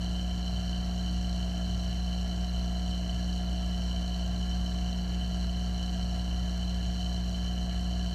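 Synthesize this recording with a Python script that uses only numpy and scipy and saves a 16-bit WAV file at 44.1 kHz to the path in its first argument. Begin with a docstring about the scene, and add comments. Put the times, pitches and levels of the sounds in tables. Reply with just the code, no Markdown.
"""Water pumps run steadily in a reef tank; the microphone sits under water with them, inside a
waterproof housing. A mains-driven rotor hums, its impeller whines, and it knocks twice a turn:
the gritty rattle rings the tank and the housing, the light knock taps the pump casing, and now
and then the heavy one snaps. The circulating water adds a low rumble, with a faint hiss above it."""
import sys
import numpy as np
from scipy import signal
from scipy.fft import rfft, irfft
from scipy.io import wavfile

SR = 44100
rng = np.random.default_rng(int(sys.argv[2]) if len(sys.argv) > 2 else 0)


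def int16_out(signal):
    """Quantize to a 16-bit WAV file."""
    q = np.round(np.clip(np.atleast_2d(signal).T, -1, 1) * 32767)
    wavfile.write(sys.argv[1], SR, q.astype(np.int16))


N = 358974
TIME = np.arange(N) / SR
MAINS_HZ, START_TURN = 60.001, -.157  # the rotor makes one turn per mains cycle
# rotor knocks, heavy then light: (place [turns], relative strength [dB], rubbing time [s])
ROTOR_KNOCKS = [(.475, 2.5, 0.0046), (.955, -2, 0.0061)]


def from_db(db):
    """Decibels to gain."""
    return 10 ** (np.asarray(db) / 20)


def rms_one(x):
    """Scale to rms 1."""
    return x / np.sqrt(np.mean(x ** 2) + 1e-20)


def per_hz(x):
    """Scale a white excitation to 0 dB per Hz."""
    return rms_one(x) * np.sqrt(SR / 2)


def drift(rate):
    """Slow random wander of spread 1, changing about rate times a second."""
    step, settle = 40, 2000  # audio samples per point, points dropped while the filter settles
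    pole = np.exp(-2 * np.pi * rate * step / SR)
    noise = rng.standard_normal(N // step + settle + 2)
    slow = signal.lfilter([1], [1, -2 * pole, pole * pole], noise)[settle:]
    return np.interp(np.arange(N) / step, np.arange(len(slow)), rms_one(slow))


def rotor_tones(harmonics, lag_turns, waver_db, waver_rate):
    """Tones locked to the rotor, each wavering a little in level."""
    turn = MAINS_HZ * TIME + START_TURN - lag_turns
    return np.sqrt(2) * sum(from_db(db + waver_db * drift(waver_rate)) * np.sin(2 * np.pi * k * turn)
                            for k, db in harmonics)


def motor_hum():
    """The motor hums magnetically at odd multiples of the rotor speed."""
    # hum tones: (frequency [multiple of rotor speed], rms level [dB])
    hum_harmonics = [(1, -32), (3, -36.5), (5, -56)]
    return rotor_tones(hum_harmonics, lag_turns=0, waver_db=0.53, waver_rate=3.4)


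def impeller_whine():
    """The impeller buzzes and whines, lagging the rotor by part of a turn."""
    # impeller tones: (frequency [multiple of rotor speed], rms level [dB])
    whine_harmonics = [(2, -52), (4, -55), (6, -76.5), (7, -61), (8, -65.5), (9, -64.5), (10, -80),
                       (11, -56), (12, -54), (14, -69.5), (16, -71.5), (17, -71), (23, -75.5)]
    return rotor_tones(whine_harmonics, lag_turns=.637, waver_db=0.77, waver_rate=6.3)


def each_turn(place, uneven_db, jitter_s):
    """One impulse at the same place of every turn, a little uneven in time and strength."""
    turns = np.arange(int(N / SR * MAINS_HZ) + 2)
    late, force = rng.standard_normal((len(turns), 2)).T
    at = (((turns + place - START_TURN - 1) / MAINS_HZ + jitter_s * late) * SR).astype(int)
    inside = (at >= 0) & (at < N)
    train = np.zeros(N)
    train[at[inside]] = from_db(uneven_db * force)[inside]
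    return train


def fade(train, seconds):
    """Each impulse jumps up and dies away."""
    return signal.lfilter([1], [1, -np.exp(-1 / (seconds * SR))], train + 1e-18)


def contact(knocks, uneven_db, jitter_s, tick, tick_s, tick_uneven_db):
    """Pressure of rotor on shaft: each knock is a short tick and a slower fading rub."""
    pressure = 0
    for place, db, rub_s in knocks:
        rub = fade(each_turn(place, uneven_db, jitter_s), rub_s)
        hit = tick * fade(each_turn(place, tick_uneven_db, jitter_s), tick_s)
        pressure = pressure + from_db(db) * (rub + hit)
    return rms_one(pressure)


def grit(grain_db):
    """White friction noise made of tiny impacts of uneven size."""
    return rms_one(rng.standard_normal(N) * from_db(grain_db * rng.standard_normal(N)))


def ring_body(force, modes, size=8192):
    """One force rings all resonances of a body: prompt attack, then decay (minimum phase)."""
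    f = np.maximum(np.fft.rfftfreq(size, 1 / SR), 1)
    power = sum((from_db(db) / (1 + ((f * f - hz * hz) / (f * width)) ** 2)) ** 2
                for hz, width, db in modes)
    cepstrum = irfft(np.log(power + 1e-18))[:size // 2]
    cepstrum[0] /= 2
    impulse_response = irfft(np.exp(rfft(cepstrum, size)))
    return signal.fftconvolve(force, impulse_response)[:N]


def rotor_rattle():
    """Both knocks scrape the housing into a bright ring; the heavy one also shakes the tank."""
    # bright resonances of shaft and housing: (frequency [Hz], width [Hz], relative level [dB])
    housing_modes = [(2732, 67, -83.5), (2932, 180, -75), (3048, 106, -68.5), (3506, 124, -89.5),
                     (4094, 198, -73.5), (4463, 212, -78.5), (5040, 250, -92.5), (5470, 194, -83),
                     (5824, 630, -84.5), (6540, 570, -92.5), (6804, 350, -89), (7370, 225, -95.5),
                     (7750, 450, -93), (8380, 340, -95.5), (8940, 400, -99.8), (9250, 550, -103.0),
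                     (10800, 930, -105.7), (12400, 1200, -106.0), (14300, 1300, -110.6)]
    # resonances of the tank: (frequency [Hz], width [Hz], relative level [dB])
    tank_modes = [(526, 37, -80.5), (594, 52, -78), (676, 87, -73.5), (725, 136, -79), (850, 44, -86.5),
                  (1000, 280, -85), (1137, 115, -85.5)]
    effort = from_db(0.25 * drift(2.4))
    pressure = contact(ROTOR_KNOCKS, uneven_db=0.94, jitter_s=0.00017,
                       tick=0.2, tick_s=0.0013, tick_uneven_db=3.5)
    friction = per_hz(effort * (pressure + 0.041) * grit(grain_db=1.5))
    shake = contact(ROTOR_KNOCKS[:1], uneven_db=0.7, jitter_s=0.00026,
                    tick=.05, tick_s=0.00087, tick_uneven_db=9.0)
    stirring = per_hz(shake * grit(grain_db=0.5) + 2.0 * rng.standard_normal(N))
    housing_ring = from_db(-0.3) * ring_body(friction, housing_modes)
    tank_ring = from_db(-0.5) * ring_body(stirring, tank_modes)
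    return housing_ring + tank_ring


def casing_taps():
    """The lighter knock of each turn taps the casing, which the passing water also stirs."""
    # resonances of the pump casing: (frequency [Hz], width [Hz], level [dB per Hz])
    casing_modes = [(1343, 101, -83), (1423, 94, -84.5), (1590, 78, -81.5), (1701, 86, -80),
                    (1846, 40, -89.5), (1938, 84, -86), (2107, 190, -90.5), (2305, 82, -89),
                    (2514, 220, -93)]
    taps = each_turn(ROTOR_KNOCKS[1][0], uneven_db=1.5, jitter_s=0.0002)
    swirl = from_db(0.81 * drift(17.0)) * grit(grain_db=1.0)
    return ring_body(per_hz(0.56 * rms_one(taps) + swirl), casing_modes)


def resonate(x, hz, width, order):
    """A resonance with gain 1 at its peak, passed order times."""
    r = np.exp(-np.pi * width / SR)
    gain = (1 - r * r) / 2
    section = [gain, 0, -gain, 1, -2 * r * np.cos(2 * np.pi * hz / SR), r * r]
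    return signal.sosfilt([section] * order, x)


def water_rumble():
    """Turbulence stirs each low resonance of the water separately."""
    # resonances of the moving water: (frequency [Hz], width of one pass [Hz], level [dB per Hz])
    water_modes = [(41, 44, -61.5), (96, 52, -60.5), (121.8, 5.5, -63), (165.3, 53, -68.5),
                   (223.3, 46, -70.5), (294.5, 94, -78.5), (362.6, 67, -79.5), (437, 370, -88.5)]
    return sum(from_db(db) * resonate(per_hz(rng.standard_normal(N)), hz, width, order=3)
               for hz, width, db in water_modes)


def knock_snaps(snaps_per_s=1.5):
    """A few heavy knocks, at random, land hard enough to give a tiny bright snap."""
    knocks = each_turn(ROTOR_KNOCKS[0][0], uneven_db=1.3, jitter_s=.0003)
    hard = rng.random(N) < snaps_per_s / MAINS_HZ
    burst = fade(knocks * hard, seconds=.0008) * rng.standard_normal(N)
    return from_db(-48) * resonate(burst, hz=8500, width=7000, order=2)


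def hiss():
    """Faint hiss with a fine crackle in it."""
    return from_db(-110.5) * per_hz(grit(grain_db=2.5))


def scene():
    """Pumps and moving water reach one submerged microphone."""
    tones = motor_hum() + impeller_whine()
    return (tones + rotor_rattle() + casing_taps() + water_rumble() + knock_snaps() + hiss())[None]


def record(dry):
    """The microphone's signal is cut steeply above 14.7 kHz."""
    return signal.sosfilt(signal.ellip(10, .1, 90, 14700, fs=SR, output="sos"), dry)


dry = scene()
out = record(dry)
int16_out(out)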